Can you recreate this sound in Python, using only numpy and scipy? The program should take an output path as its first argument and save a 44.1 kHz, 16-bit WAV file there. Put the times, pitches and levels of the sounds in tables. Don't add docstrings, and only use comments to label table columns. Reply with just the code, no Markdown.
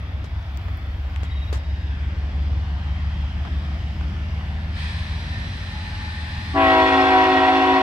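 import sys
import numpy as np
from scipy import signal
from scipy.fft import rfft, irfft, next_fast_len
from scipy.io import wavfile
from scipy.ndimage import uniform_filter1d

SR = 44100
rng = np.random.default_rng(int(sys.argv[2]) if len(sys.argv) > 2 else 0)


def elevation(decibels):
    levels = np.asarray(decibels, float)
    return 10 ** (levels / 20)


def int16_out(signal):
    q = np.round(np.clip(np.atleast_2d(signal).T, -1, 1) * 32767)
    wavfile.write(sys.argv[1], SR, q.astype(np.int16))


N = 344862

# multiple of the crank cycle, level/dB rms
LEAD_ORDERS = [(6, -48.5), (9, -37.5), (10, -53.5), (11, -34.5), (12, -28), (13, -50), (14, -47), (15, -38),
               (17, -54), (18, -54.5), (20, -56.5), (21, -50), (22, -58.5), (23, -58), (24, -44.5),
               (25, -50.5), (26, -55), (27, -54.5), (28, -51.5), (29, -52), (30, -51), (31, -52.5),
               (32, -54), (33, -49.5), (34, -58.5), (36, -55.5)]
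# f/Hz, level/dB rms
TRAIL_TONES = [(41.6, -47), (50.1, -45), (91.9, -36), (100.1, -47.5), (107.2, -49.5), (126.3, -58.5),
               (163.9, -52.5)]


def engines():
    idle_cps, full_cps = 5.875, 6.76
    t = np.arange(0, N + 64, 8) / SR
    revs = s_curve(t, mid=4.52, pace=.88)
    cycles = idle_cps + (full_cps - idle_cps) * revs
    load_db = 1.5 - 5.5 * np.exp(-t / 0.39) - 7.5 * revs ** 2
    shut_db, open_db, growth_db_per_s = -17.5, -3.5, 0.94
    bark_db = shut_db + (open_db - shut_db) * s_curve(t, mid=1.6, pace=0.31) + growth_db_per_s * t
    swell_period_s, swell_top_s = 2.6, 0.045
    swell_db = 3 * np.cos(2 * np.pi * (t - swell_top_s) / swell_period_s)
    trail_db = 0.5 - 0.55 * t + swell_db

    crank = np.cumsum(cycles) * t[1]
    turns = [(k * crank, db + load_db + bark_db * (k > 19.5)) for k, db in LEAD_ORDERS]
    turns += [(hz * t, db + trail_db) for hz, db in TRAIL_TONES]
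    waver = wander(1.496, t, count=len(turns))
    slip = wander(2.8, t, count=len(turns))
    out = np.zeros(len(t))
    for (turn, db), w, p in zip(turns, waver, slip):
        phase = 2 * np.pi * (turn + rng.random()) + 0.2 * p
        out += elevation(db + 1.85 * w) * np.cos(phase)
    return ports(np.sqrt(2) * signal.resample_poly(out, 8, 1)[:N])


# delay t/s, pitch factor, level/dB
ECHOES = [
    (.2, .9805, -12),
    (.1, .992, -15),
    (.33, .971, -19),
]
# f/Hz, level/dB per Hz
RASP = [(220, -42.5), (330, -26), (430, -36.5), (750, -18.5), (1000, 3), (1300, -20), (2000, -9),
        (3400, -27.5), (4500, -46), (6500, -32.5), (8800, -29), (10500, -38.5), (13000, -60)]


def horn():
    at = round(6.45 * SR)
    t = np.arange(at, N) / SR
    direct = chord(t, shimmer_db=1.91, blur=0.46, bend=1.43)
    echo = np.zeros_like(direct)
    for late, flat, db in ECHOES:
        heard_at = (t - t[0] - late) * flat
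        echo += elevation(db) * np.array([np.interp(heard_at, t - t[0], x) for x in direct[::-1]])
    rasp = noise(lambda hz, s: read(RASP, hz) - 46.5 + 0 * s, patchy_db=2.0, size=len(t))
    swell = elevation(pressure_db(t)) * (1 - np.exp(-np.maximum(t - 6.54, 0) / 0.06))
    far = direct + echo
    heard = ports(far + elevation(-11.5) * scatter(far, t60=0.74)) + rasp * swell
    return np.pad(heard, ((0, 0), (at, 0)))


# speaks at t/s, settled f/Hz, share sharp at first, sag share per s, first blare level/dB
CHIMES = [
    (6.528, 271.2, .06, 0.00099, 1.5),
    (6.536, 322.6, .03, .0029, 6),
    (6.532, 376.5, .028, 0.00097, -5),
    (6.54, 485.4, .025, 0.00052, 1.5),
    (6.55, 520.2, .025, 0.00202, -5.5),
]
VOICES = [
    [-26.5, -46.5, -30.5, -30.5, -36.5, -40, -33, -42, -43.5, -41],
    [-35, -31, -34, -39, -40, -38, -48, -49, -56.5, -54.5],
    [-27, -22.5, -45, -38.5, -33.5, -48, -43.5, -64.5, -47, -59.5],
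    [-39, -28.5, -40, -38, -42.5, -45.5, -41, -58, -50, -58],
    [-38.5, -41, -36, -41.5, -49.5, -53, -47, -50, -61.5, -55.5],
]


def chord(t, shimmer_db, blur, bend):
    settle_s = .36
    out = np.zeros((2, len(t)))
    for (start, hz, sharp, sag, blare_db), voice in zip(CHIMES, VOICES):
        age = np.maximum(t - start, 0)
        sharpness = sharp * np.exp(-(age * sharp * 100 / settle_s) ** 1.55)
        turns = np.cumsum(hz * (1 + sharpness - sag * (age - .6))) / SR
        blare = blare_db * np.exp(-age / 0.16)
        levels = list(voice) + [voice[-1] - .012 * hz * k for k in range(1, 7)]
        for k, db in enumerate(levels, 1):
            apart = min((k * hz / 2000) ** 1.4, 2.2)
            both, slip, *each = wander(min(4.0 + 18 * apart ** 2, 90), t - t[0], count=4)
            rise_s = 0.011 + 0.001 * k * (hz / 270) ** 3
            rise = (1 - np.exp(-age / rise_s)) ** (1.5 + .4 * k)
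            gain = elevation(db + blare + shimmer_db * (both + apart * np.array(each)))
            jitter = blur * apart * (slip + 0.7 * np.array(each[::-1]))
            phase = 2 * np.pi * (k * turns + rng.random()) + jitter
            out += np.sqrt(2) * rise * gain * np.cos(phase)
    out += bend * signal.lfilter(*signal.butter(3, 800, "high", fs=SR), out ** 2)
    return out * elevation(pressure_db(t))


def pressure_db(t):
    age = np.maximum(t - 6.525, 0)
    return 8.5 - 13 * np.exp(-age / 0.01) - 7.5 * np.exp(-age / 0.19)


def scatter(x, t60):
    t = np.arange(SR) / SR
    tail = rng.standard_normal((SR, 2)).T * elevation(-60 * t / t60) * (t > .015)
    return signal.fftconvolve(x, tail / np.linalg.norm(tail[0]), axes=1)[:, :x.shape[1]]


# f/Hz, level/dB per Hz
VENT = [(530, -35.5), (900, -3.5), (1360, -12.5), (1760, 0), (2150, -6.5), (2480, -0.5), (2820, -7.5),
        (4060, -4), (7150, -26.5), (8630, -22), (15000, -50)]


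def vent():
    valve_s, rise_s, burst_db, burst_s = 4.775, 0.024, 11.5, 0.23
    leak_db, leak_db_per_s = -59, 3

    def level_db(hz, s):
        age = np.maximum(s - valve_s, 0)
        opened = 20 * np.log10(s_curve(s, valve_s, rise_s) + 1e-3)
        burst = burst_db * np.exp(-age / burst_s)
        return read(VENT, hz) + opened + burst + leak_db + leak_db_per_s * age
    return noise(level_db, patchy_db=0.5)


# start t/s, end t/s, f/Hz, width f/Hz, level/dB rms
WHINES = [(0, 4.7, 7270, 80, -78.5), (2.0, 2.6, 4875, 200, -64), (2.4, 7.0, 8765, 70, -80),
          (4.9, 7.0, 8360, 60, -80), (3.7, 5.2, 1765, 50, -54), (5.24, 5.5, 1820, 8, -41),
          (5.4, 7.0, 1818, 30, -44.5), (5.5, 7.0, 850, 10, -48.5), (4.75, 6.6, 3990, 22, -51.5),
          (4.9, 6.2, 5715, 30, -62), (4.9, 6.4, 5080, 80, -62), (2.7, 3.9, 3200, 250, -56),
          (5.7, 6.5, 1523, 25, -53)]


def whines():
    turbo_hz, spool_hz_per_s, spooled_s = 8765, 325, 4.9
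    out = np.zeros((2, N))
    for start, end, hz, width, db in WHINES:
        at, t = span(start, end)
        lag = spool_hz_per_s * np.maximum(spooled_s - t, 0) * (hz == turbo_hz)
        out[:, at:at + len(t)] += elevation(db) * whistle(hz - lag, width, core=1.1)
    return ports(out)


# start t/s, end t/s, f/Hz, width f/Hz, level/dB rms
SQUEALS = [
    (1.27, 1.54, 3812, 12, -49),
    (1.45, 1.98, 3792, 60, -58),
    (1.2, 1.44, 3085, 40, -59),
    (1.2, 1.33, 3800, 30, -58),
]


def squeals():
    chatter_per_s, chatter_top_s = 18, 1.375
    out = np.zeros((2, N))
    for start, end, hz, width, db in SQUEALS:
        at, t = span(start, end)
        chatter = 1 + .75 * np.cos(2 * np.pi * chatter_per_s * (t - chatter_top_s))
        out[:, at:at + len(t)] += elevation(db) * whistle(hz + 0 * t, width, core=3, swing=chatter)
    return ports(out)


def span(start, end):
    return round(start * SR), np.linspace(start, end, round((end - start) * SR))


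def whistle(hz, width, core, swing=1):
    size = len(hz)
    r = np.exp(-np.pi * width / SR)
    fuzz = signal.lfilter([1], [1, -2 * r, r * r], rng.standard_normal((4, size)))
    fuzz = fuzz[:2] + 1j * fuzz[2:]
    fuzz = evened(abs(fuzz)) * np.exp(1j * np.angle(fuzz))
    tone = swing * np.exp(2j * np.pi * np.cumsum(hz) / SR)
    return evened(((fuzz + core) * tone).real) * signal.windows.tukey(size, .4)


# t/s, peak level/dB, lowest f/Hz, highest f/Hz
TICKS = [(.4284, -39, 2500, 5500), (.5736, -27, 3000, 7000), (.5736, -36, 12500, 17000),
         (.7736, -36, 11500, 17000), (1.1615, -23, 2000, 3100), (1.1615, -32, 3500, 8500),
         (3.6316, -50, 5000, 13000), (3.7, -48, 7000, 15000), (7.76, -33, 11500, 17000),
         (4.0115, -28, 700, 2600), (1.2325, -26, 600, 2500)]
# t/s, thump level/dB, thump f/Hz, grit level/dB, length t/s
STEPS = [
    (0.242, -30, 420, -46.5, .03),
    (0.683, -31, 605, -40.5, .015),
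    (1.231, -25, 400, -43.5, .03),
    (1.527, -16.5, 433, -35, .049),
    (3.45, -31, 1300, -37, .04),
    (4.01, -21.5, 1190, -44, 0.011),
    (4.41, -24, 1090, -52, .017),
]


def gravel():
    out, t = np.zeros((2, N + 8192)), np.arange(4096) / SR
    tick_pan_db = np.array([[2.5], [-2.5]])
    for s, db, lo_hz, hi_hz in TICKS:
        burst = rng.standard_normal((4096, 3)).T * np.exp(-t / 0.00038)
        band = signal.butter(2, [lo_hz, hi_hz], "band", fs=SR)
        burst = signal.lfilter(*band, burst[0] + burst[1:])
        burst = signal.lfilter([1], [1, -.55], burst)
        out[:, round(s * SR):][:, :4096] += elevation(db + tick_pan_db) * burst / abs(burst).max()
    for s, db, hz, grit_db, length in STEPS:
        top_hz = 9000 if hz < 520 else 2300
        thump = elevation(db) * np.exp(-t * hz / 0.98) * np.sin(2 * np.pi * hz * t - 1.2)
        thump = uniform_filter1d(uniform_filter1d(np.roll(thump, 12), size=9), size=9)
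        clumps_db = 2.7 * np.repeat(rng.standard_normal(64), 64)
        grains = rng.standard_normal((4096, 2)).T * elevation(clumps_db)
        dull = signal.lfilter([.15], [1, -.85], grains)
        grit = signal.lfilter(*signal.butter(2, top_hz, fs=SR), evened(dull))
        spray = (1 + 1.6 * np.exp(-t / 0.004)) * np.exp(-(t / length) ** 3)
        step = thump + elevation(grit_db) * grit * spray
        out[:, round(s * SR):][:, :4096] += elevation([[1.2], [-1.2]]) * step
    shade = signal.lfilter(*signal.butter(1, [8800, 11500], "bandstop", fs=SR), out[:, :N])
    return 0.5 * shade + 0.43 * out[:, :N]


# f/Hz, level/dB per Hz
ROAR = [(20, -38.5), (45, -10.5), (90, -11), (130, -21), (210, -24.5), (300, -27), (420, -38.5),
        (700, -32.5), (1160, -37), (3080, -41), (4250, -49), (5500, -53), (7000, -66), (10400, -75),
        (16000, -74.5)]


def roar():
    open_s, nearing_db = 3.84, 1.5
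    dull_db, bright_db = 0.04, 1.5

    def level_db(hz, s):
        near = np.minimum(s / open_s, 1)
        bright = dull_db + (bright_db - dull_db) * near
        octaves = np.log2(np.maximum(hz, 1000) / 1000)
        return read(ROAR, hz) - 26 + nearing_db * near + bright * octaves
    return noise(level_db, patchy_db=1.54)


def rustle():
    t = np.arange(N) / SR
    high = signal.butter(2, 11500, "high", fs=SR, output="sos")
    fizz = signal.sosfilt(high, rng.standard_normal((N, 2)).T)
    moving_db = 15 * s_curve(-t, -1.9, .3) + 12 * s_curve(t, 7.66, .06)
    return elevation(-79.5 + moving_db + 2.5 * wander(5.0, t, count=1)) * fizz


# f/Hz, width f/Hz, level/dB
RIDGES = [(740, 430, 1), (1825, 685, 6), (3380, 550, 3), (4900, 800, 4), (7300, 260, 1.5), (4540, 240, -2)]
# f/Hz, likeness 0..1
SAME = [(100, .98), (200, .97), (500, .8), (860, .76), (1250, .45), (1800, .45), (2300, .2), (3400, .5),
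        (5000, .4), (6500, .15), (9000, .05)]


def noise(level_db, patchy_db, size=N):
    frames, hz = size // 256 + 5, np.fft.rfftfreq(1024, 1 / SR)
    a, b, c, d, patches = rng.standard_normal((frames, 513, 5)).T
    patches = uniform_filter1d(uniform_filter1d(patches, size=7, axis=0), size=40, axis=1)
    ridges = sum(db / (1 + (2 * (hz - f) / w) ** 2) for f, w, db in RIDGES)
    same = np.clip(read(SAME, hz), 0, 1)[:, None]
    left = a + 1j * b
    right = same * left + np.sqrt(1 - same ** 2) * (c + 1j * d)
    shape_db = level_db(hz[:, None], np.arange(frames) * 256 / SR) + ridges[:, None]
    z = np.array([left, right]) * elevation(shape_db + patchy_db * evened(patches))
    return ports(signal.istft(z, nperseg=1024, noverlap=768)[1][:, :size])


# f/Hz, radians the left leads
LEADS = [(60, -.07), (200, -.12), (520, -.2), (860, -.3), (1200, -.7), (1550, -2.3), (1900, -2.3),
         (2400, -.8), (3600, -1.5), (6000, -1)]
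# f/Hz, left over right level/dB
LOUDER = [(150, .6), (350, .8), (520, 2), (860, 2.4), (1300, 3.5), (1550, 4), (1900, 1), (2600, -3),
          (3000, -4), (3400, 2), (7200, 2), (8300, -7), (9500, -5), (11000, 0)]


def ports(x):
    size = next_fast_len(x.shape[-1] + 8192)
    hz = np.fft.rfftfreq(size, 1 / SR)
    tilt = elevation(read(LOUDER, hz) / 2) * np.exp(.5j * read(LEADS, hz))
    return irfft(rfft(x, size) * np.array([tilt, 1 / tilt]), size)[:, :x.shape[-1]]


def evened(x):
    return x / np.sqrt(np.mean(x ** 2) + 1e-20)


def read(points, hz):
    f, value = np.transpose(points)
    return np.interp(np.log(hz + 1), np.log(f + 1), value)


def wander(hz, t, count):
    knots = uniform_filter1d(rng.standard_normal((count, 400)), size=3, axis=1) * np.sqrt(3)
    return np.array([np.interp(t * 3 * hz, np.arange(400), k) for k in knots])


def s_curve(t, mid, pace):
    return 1 / (1 + np.exp((mid - t) / pace))


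def scene():
    return engines() + horn() + vent() + whines() + squeals() + gravel() + roar() + rustle()


def roll_off(x):
    return signal.sosfilt(signal.butter(12, 16490, fs=SR, output="sos"), x)


def record(dry):
    miked = signal.sosfilt(signal.butter(3, 38, "high", fs=SR, output="sos"), dry)
    power = abs(uniform_filter1d((miked ** 2).mean(0), size=4096))
    power_db = 10 * np.log10(power + 1e-12)
    over_db = 0.69 * np.maximum(power_db + 19, 0)
    r = np.exp(-1 / (.2 * SR))
    ducked = miked / elevation(signal.lfilter([1 - r], [1, -r], over_db))
    soft = 1.1 * np.tanh(ducked / 1.1)
    edge = signal.firwin(801, 15800, window=("kaiser", 7), fs=SR)
    held = np.pad(soft, ((0, 0), (400, 400)), "reflect")
    limited = signal.oaconvolve(held, edge[None], "valid")
    fade = np.minimum(np.arange(N, 0, -1) / 128, 1)
    return roll_off(limited * fade)


dry = scene()
out = record(dry)
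int16_out(out)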